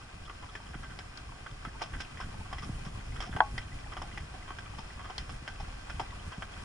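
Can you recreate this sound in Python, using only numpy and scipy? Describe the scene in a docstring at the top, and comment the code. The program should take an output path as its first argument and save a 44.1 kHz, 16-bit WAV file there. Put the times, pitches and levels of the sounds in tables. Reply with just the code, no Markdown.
"""Horses on a trail to a plank bridge

Horses walk up a rocky, dusty trail onto a plank bridge, heard from the saddle of the last one.
Hooves clop, scuff and crush grit: filtered bursts of grains. One lands hard with a hollow wooden
knock, made of decaying sines. Pebbles tick and stones crack as short coloured bursts.
Dull thuds jostle the microphones; noise makes the handling rumble, two hisses and the creek below."""
import sys
import numpy as np
from scipy.fft import rfft, irfft, next_fast_len
from scipy.io import wavfile
from scipy.ndimage import uniform_filter1d, map_coordinates

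SR = 44100
rng = np.random.default_rng(int(sys.argv[2]) if len(sys.argv) > 2 else 0)


def unload_audio(sound):
    """Save the sound as a 16-bit wav file, at the path given as the first command line argument."""
    columns = np.transpose(np.atleast_2d(sound))
    # keep every value between -1 and 1, then stretch to whole-number steps
    steps = np.round(np.clip(columns, -1, 1) * 32767)
    wavfile.write(sys.argv[1], SR, steps.astype(np.int16))


N = 292824
T = np.arange(SR // 3) / SR  # time within one hit, in seconds

# Hoof falls. Each row: start in seconds, overall level in dB, clack pitch in Hz, relative grit level in dB.
STEPS = [(0.297, -34, 1220, -39), (0.553, -29.5, 1740, -22.5), (0.742, -36, 1550, -33),
         (0.989, -34.5, 1610, -12), (1.463, -33.5, 1510, -27), (1.65, -29.5, 1300, -29),
         (1.818, -25.5, 775, -13.5), (2.002, -34, 1530, -3.5), (2.202, -31, 1050, -17),
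         (2.528, -30, 1070, -19), (2.583, -33.5, 1940, -14.5), (3.204, -27.5, 1850, -14.5),
         (3.364, -26, 860, -31), (3.579, -27.5, 1910, -18), (3.968, -29.5, 1220, -23),
         (4.017, -31.5, 820, -14.5), (4.175, -29.5, 1990, -17), (4.505, -31, 1090, -35),
         (4.585, -34.5, 1620, -16), (4.784, -37.5, 900, -9), (5.099, -32, 1040, -22),
         (5.18, -31.5, 1950, -9), (5.294, -35, 1120, -15), (5.477, -29.5, 1560, -16),
         (5.6, -36.5, 840, -12), (5.898, -31, 1450, -14.5), (5.996, -25.5, 820, -18.5),
         (6.423, -28.5, 1500, -31)]
# Colour of a shod hoof on the ground. Each row: frequency in Hz, relative level in dB.
HOOF = [(100, -38), (300, 9), (520, 2.5), (750, 1.5), (1200, 2), (2000, 0), (2600, -6), (3300, 2),
        (4000, -17.5), (8000, -19)]
# Colour of crushed grit. Each row: frequency in Hz, relative level in dB.
GRIT = [(1000, 2.5), (2500, 7), (3500, 10), (4400, 1), (5300, 9), (6500, -4), (11000, -16.5)]
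USUAL_GRIT_DB = -16.5  # grit of an ordinary fall


def amp(db):
    """Decibels to gain."""
    return 10 ** (np.asarray(db) / 20)


def unit(x):
    """Scale to rms 1."""
    return x / np.sqrt(np.mean(x ** 2) + 1e-20)


def crest(x):
    """Scale a hit so that its loudest 4 ms have rms 1."""
    power = uniform_filter1d(np.mean(x ** 2, axis=0), size=176)
    return x / np.sqrt(power.max())


def along(points, hz):
    """Interpolate (Hz, value) points on a log frequency axis."""
    f, v = np.transpose(points)
    return np.interp(np.log(hz + 1), np.log(f + 1), v)


def wobble(rate):
    """A smooth random curve with rate knots a second."""
    knots = rng.standard_normal(int(N * rate / SR) + 4)
    return map_coordinates(knots, [np.arange(N) * rate / SR])


def coloured(x, db_of):
    """Causal minimum-phase filter whose gain in dB is a function of frequency."""
    n = x.shape[-1]
    m = 2 * next_fast_len(n // 2 + 2048)
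    cepstrum = irfft(np.log(amp(db_of(np.fft.rfftfreq(m, 1 / SR))) + 1e-6))
    # folding the cepstrum onto positive time gives the phase
    fold = 1 + np.sign(m // 2 - np.arange(m))
    fold[0] = 1
    return irfft(rfft(x, m) * np.exp(rfft(cepstrum * fold)))[..., :n]


def resonance(hz, centre, q):
    """Gain in dB of one damped mode."""
    return -10 * np.log10(1 + (q * ((hz + 1) / centre - centre / (hz + 1))) ** 2)


def add(out, s, x):
    """Mix x into out from time s."""
    part = out[:, max(0, round(s * SR)):][:, :x.shape[1]]
    part += x[:, :part.shape[1]]


def grains(n, spiky_db, width):
    """Stereo stream of tiny contacts whose force changes at random every 32 samples."""
    force_db = spiky_db * np.repeat(rng.standard_normal(n // 32 + 1), 32)[:n]
    mid, side = rng.standard_normal((2, n)) * amp(force_db)
    return np.array([mid + width * side, mid - width * side])


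def diffuse_noise(spectrum, spiky_db, lag=0):
    """Stereo noise of rms 1, nearly mono in the bass; it reaches the left microphone lag seconds late."""
    # Likeness of left and right. Each row: frequency in Hz, coherence from 0 to 1.
    coherence = [(80, 1), (150, 1), (250, 0.71), (380, 0.056), (11000, 0.14)]
    alike = lambda hz: np.clip(along(coherence, hz), -.999, .999)
    mid, side = grains(N, spiky_db, 0.98)
    mid = coloured(mid, lambda hz: along(spectrum, hz) + 10 * np.log10(1 + alike(hz)))
    side = coloured(side, lambda hz: along(spectrum, hz) + 10 * np.log10(1 - alike(hz)))
    return unit(np.array([np.roll(mid + side, round(lag * SR)), mid - side]))


def hoof_falls(clack_db=-7, clop_db=-13, crush_db=0, clop_hz=790, give=0.0038, bite=2.25, rim=6.1, cliff_db=-26):
    """The rim strikes, the hollow sole clops, and grit gives way as the hoof rolls onto its toe."""
    # Hollowness of the ground toward the bridge. 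Each row: time in seconds, relative clop level in dB.
    hollow = [(1.6, -26), (1.8, -4.5), (4.0, -8), (6.6, -5.5)]
    # a high, glancing fall is over sooner than a flat, low one
    settle_s, flat_hz, glance_power = 0.091, 980, 0.49
    # the toe follows the heel, and takes more of the weight on loose grit
    roll_s, toe_db, toe_per_grit = .005, -7.5, 0.19
    out = np.zeros((2, N))
    for s, db, pitch, grit_db in STEPS:
        hollow_db = np.interp(s, *np.transpose(hollow))
        t60 = settle_s * (flat_hz / pitch) ** glance_power
        heel = bite * amp(-60 * T / 0.0099)
        toe_peak_db = toe_db + toe_per_grit * (grit_db - USUAL_GRIT_DB)
        toe = amp(toe_peak_db - 60 * abs(T - roll_s) / .02) * (T > roll_s)
        cliff = amp(cliff_db - 60 * T / 0.26)  # the cliff answers faintly
        settle = heel + toe + amp(-60 * T / t60) + cliff
        blow = grains(len(T), spiky_db=3, width=.45) * settle
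        blow[:, 0] += rim  # first contact of the rim
        clack = coloured(blow, lambda hz: along(HOOF, hz) + .5 * resonance(hz, pitch, q=21))
        clop = coloured(blow, lambda hz: resonance(hz, clop_hz, q=4.4) + resonance(hz, 950, q=0.63))
        weight = settle * (1 - np.exp(-T / give))  # grit yields over a time constant of give seconds
        crush = coloured(grains(len(T), spiky_db=5, width=.6) * weight, lambda hz: along(GRIT, hz))
        fall = amp(clack_db) * crest(clack)
        fall += amp(clop_db + hollow_db) * crest(clop)
        fall += amp(crush_db + grit_db) * crest(crush)
        add(out, s, amp(db) * fall)
    return out


def knock(lag=.00009, attack=0.0012, pan_db=1):
    """One hard blow: the hoof cracks, the timber rings on; the ring reaches the left microphone first."""
    # The hard blow on timber: start in seconds, gain in dB.
    hard_blow = (3.4041, 0)
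    # Short modes of the hoof, then long ones of the wood. Each row: pitch in Hz, level in dB, t60 in seconds.
    timber = [(944, -8, 0.022), (1496, -12.5, 0.024), (1636, -9, 0.017), (2330, -46, 0.0073),
              (3270, -19, 0.012), (4400, -29, 0.011), (5100, -33, .008), (650, -31, 0.12),
              (756, -28, 0.099), (825, -31.5, 0.22), (872, -17.5, 0.086), (954, -27, 0.08),
              (1100, -33.5, 0.22), (1535, -39.5, 0.16)]
    out = np.zeros((2, N))
    s, db = hard_blow
    t = np.maximum(T - np.array([[0], [lag]]), 0)
    ring = 0
    for hz, level, t60 in timber:
        # the higher a mode, the sooner it is in full swing
        onset = 1 - np.exp(-(t / attack) ** 2 * hz / 1000)
        ring = ring + amp(level - 60 * t / t60) * np.sin(2 * np.pi * hz * t) * onset
    # rock and railing scatter the blow back
    echoes = grains(len(T), spiky_db=2, width=0.6) * amp(-60 * T / 0.067)
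    scatter = coloured(echoes, lambda hz: along(HOOF, hz) + resonance(hz, 900, q=2.3))
    pan = amp([[pan_db / 2], [-pan_db / 2]])
    add(out, s, (amp(db) * ring + amp(-26.5) * crest(scatter)) * pan)
    return out


def strokes():
    """List separate scuffs, and a skim and a slide around each fall, both stronger on loose grit."""
    # Separate scuffs. Each row: time in seconds, overall level in dB, pitch in Hz, relative grit level in dB.
    separate = [(0.426, -42, 950, -17), (0.83, -42.5, 1520, -7), (0.9, -46, 1470, -20),
                (1.17, -45, 1480, -4), (1.811, -34.5, 1160, -12), (1.935, -38, 1580, -18),
                (2.172, -41, 1990, -12), (2.21, -35.5, 1450, -11), (2.457, -46, 1130, -22),
                (2.624, -39.5, 1180, -3), (2.85, -44, 1060, -1), (3.157, -42, 1390, -5),
                (3.222, -37.5, 1250, 0.5), (3.261, -44, 720, 0), (3.329, -38.5, 1590, -18),
                (3.919, -39, 1200, -8), (4.335, -42, 775, -16), (4.48, -40, 1190, -22),
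                (4.995, -42, 1086, -26), (5.045, -41, 1240, -9), (6.32, -40.5, 1420, -8)]
    # skim before landing, slide after it: (seconds from the fall, dB relative to the fall)
    skim, slide = (-.02, -25.5), (.014, -20)
    slide_per_grit = 0.48  # dB more skim and slide for each dB of grit
    loose_db = 9  # extra grit under a sliding hoof
    found = list(separate)
    for s, db, pitch, grit_db in STEPS:
        for delay, under_db in (skim, slide):
            level_db = db + under_db + slide_per_grit * (grit_db - USUAL_GRIT_DB)
            found.append((s + delay, level_db, pitch, grit_db + loose_db))
    return found


def scuffs(scrape_db=-4, crush_db=-6):
    """A sliding hoof swells and fades as a short rasp of densely packed grains."""
    out = np.zeros((2, N))
    u = T / 0.049  # time in strokes of 49 ms
    swell = u ** 0.5 * np.exp(-3.2 * u)
    rasp = lambda: grains(len(T), spiky_db=5, width=.55) * swell
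    for s, db, pitch, grit_db in strokes():
        scrape = coloured(rasp(), lambda hz: along(HOOF, hz) + .5 * resonance(hz, pitch, q=11.0))
        crush = coloured(rasp(), lambda hz: along(GRIT, hz))
        scuff = amp(scrape_db) * crest(scrape) + amp(crush_db + grit_db) * crest(crush)
        add(out, s - .003, amp(db) * scuff)  # the swell begins 3 ms ahead
    return out


def snaps(t60=0.02):
    """A stone pinched under a shoe cracks with one short, bright burst."""
    # Cracking stones. Each row: start in seconds, level in dB.
    cracks = [(0.989, -44.5), (1.174, -41.5), (1.826, -41.5), (3.58, -40), (5.181, -31.5)]
    # Colour of a cracking stone. Each row: frequency in Hz, relative level in dB.
    stone = [(500, -32), (2500, -19), (3700, 1), (4400, 5.5), (5600, -6), (6800, -16.5), (11000, -24)]
    out = np.zeros((2, N))
    for s, db in cracks:
        burst = grains(len(T), spiky_db=1, width=0.87) * amp(-60 * T / t60)
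        add(out, s, amp(db) * crest(coloured(burst, lambda hz: along(stone, hz))))
    return out


def pebbles(pebble_db=-52, pebble_hz=1900, count=70):
    """Small loose stones tick at random, each at its own pitch, the higher ones tending softer."""
    out, t = np.zeros((2, N)), T[:len(T) // 8]
    times = rng.uniform(0, N / SR, count)
    for s, (height, force) in zip(times, rng.uniform(-1.13, 1, (count, 2))):
        pitch = pebble_hz * 2 ** (1.05 * height)
        contact = grains(len(t), spiky_db=7.0, width=0.31) * amp(-60 * t / 0.044)
        tick = coloured(contact, lambda hz: along(HOOF, hz) + resonance(hz, pitch, q=16.0))
        add(out, s, amp(pebble_db + 1.2 * force - 2 * height) * crest(tick))
    return out


def jolts(jolt_db=-2, thud_hz=100):
    """Dull bumps travel through saddle and rider into the microphones."""
    # Jolts of the saddle. Each row: start in seconds, level in dB before the common jolt_db.
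    bumps = [(0.16, -43.5), (0.753, -37.5), (1.672, -37), (2.693, -30), (2.781, -42), (2.865, -34.5),
             (3.293, -34.5), (3.35, -32.5), (4.789, -37), (5.42, -38), (6.38, -33.5)]
    out = np.zeros((2, N))
    for s, db in bumps:
        push = grains(len(T), spiky_db=-1.5, width=0.1) * amp(-60 * T / 0.034)
        thud = coloured(push, lambda hz: resonance(hz, thud_hz, q=2.06) + resonance(hz, 191, q=1.24))
        add(out, s, amp(db + jolt_db) * crest(thud))
    return out


def handling_rumble():
    """Low noise of handling, its level following the sway of the ride with a random wobble."""
    # Sway of the ride. Each row: time in seconds, mean rumble level in dB.
    sway = [(0, -50), (.9, -45), (1.15, -50), (2.7, -40.5), (3.4, -42), (4.4, -44.5), (5.6, -45.5),
            (6.64, -43.5)]
    # Colour of the rumble. Each row: frequency in Hz, relative level in dB.
    low_colour = [(10, -9), (25, 0.5), (50, 0), (80, -3), (115, -6), (170, -12.5), (280, -19), (500, -30),
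                  (1500, -43)]
    level_db = np.interp(np.arange(N) / SR, *np.transpose(sway)) + 2.2 * wobble(21)
    return amp(level_db) * diffuse_noise(low_colour, spiky_db=2.5)


def creek(start_db=-53, db_per_s=0.41):
    """Rushing water in the canyon, off to the right, rippling and growing louder as it comes nearer."""
    # Colour of the water. Each row: frequency in Hz, relative level in dB.
    water = [(60, -28.5), (250, -1.5), (480, 0), (800, -2), (1250, 0.5), (1700, -2), (2100, -6.5),
             (2800, -6.5), (3900, -8), (6000, -15), (11000, -22.5)]
    level_db = start_db + db_per_s * np.arange(N) / SR + .7 * wobble(25)
    return amp(level_db) * diffuse_noise(water, spiky_db=1.5, lag=0.00014)


def wandering_hiss(wandering_db=-70):
    """Bright, uneven hiss of randomly wandering level, strongest near 5.3 kHz."""
    # Colour of the wandering hiss. Each row: frequency in Hz, relative level in dB.
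    bright = [(1500, -18), (3500, -13), (5300, 4), (6500, -12), (11000, -14)]
    return amp(wandering_db + 2.3 * wobble(8)) * diffuse_noise(bright, spiky_db=4.5)


def even_hiss(hiss_db=-69):
    """A bright noise floor of constant level."""
    # Colour of the hiss. Each row: frequency in Hz, relative level in dB.
    hiss = [(500, -24), (4000, -16), (7000, 4.5), (11000, -5)]
    return amp(hiss_db) * diffuse_noise(hiss, spiky_db=2.5)


def scene():
    """Sum the hooves, stones, jolts and surroundings of the trail."""
    hooves = hoof_falls() + knock() + scuffs()
    stones = snaps() + pebbles()
    surroundings = handling_rumble() + creek() + wandering_hiss() + even_hiss()
    return hooves + stones + jolts() + surroundings


def record(dry):
    """The case rings a little, each microphone port has its own colour, and the band ends steeply."""
    # Case modes, moving both ports together or against each other.
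    # Each row: centre in Hz, width in Hz, gain together in dB, gain against in dB.
    modes = [(524, 200, -2.5, 0.5), (743, 120, 4.5, 3.5), (1148, 140, 4, -3.5), (1555, 42, 8, -22),
             (2003, 115, 6, -26), (2450, 940, -1.5, 8), (3162, 147, 6, -10), (3830, 710, -5, -1.5),
             (5250, 320, 5.5, -3.5)]
    # Unequal colour of the ports. Each row: frequency in Hz, left minus right in dB.
    ports = [(400, 0), (600, 1.5), (850, 0), (1060, 3), (1300, -3), (1680, -4.5), (1860, 2), (2130, -3),
             (2450, 7), (2900, 3), (3400, -5), (3950, 2.5), (5000, -2), (7000, 0)]
    top_hz = 11150  # end of the band

    def case(hz):
        """Sum the modes' bell-shaped gains in dB, for mid and side."""
        total = 0
        for centre, width, together_db, against_db in modes:
            bell = 1 / (1 + (2 * (hz - centre) / width) ** 2)
            total = total + np.outer([together_db, against_db], bell)
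        return total

    left, right = dry
    mid, side = coloured(np.array([left + right, left - right]) / 2, case)
    heard = coloured(np.array([mid + side, mid - side]), lambda hz: np.outer([.5, -.5], along(ports, hz)))
    m = next_fast_len(N + 8192)
    in_band = np.fft.rfftfreq(m, 1 / SR) < top_hz
    return irfft(rfft(heard, m) * in_band, m)[:, :N]


dry = scene()
out = record(dry)
unload_audio(out)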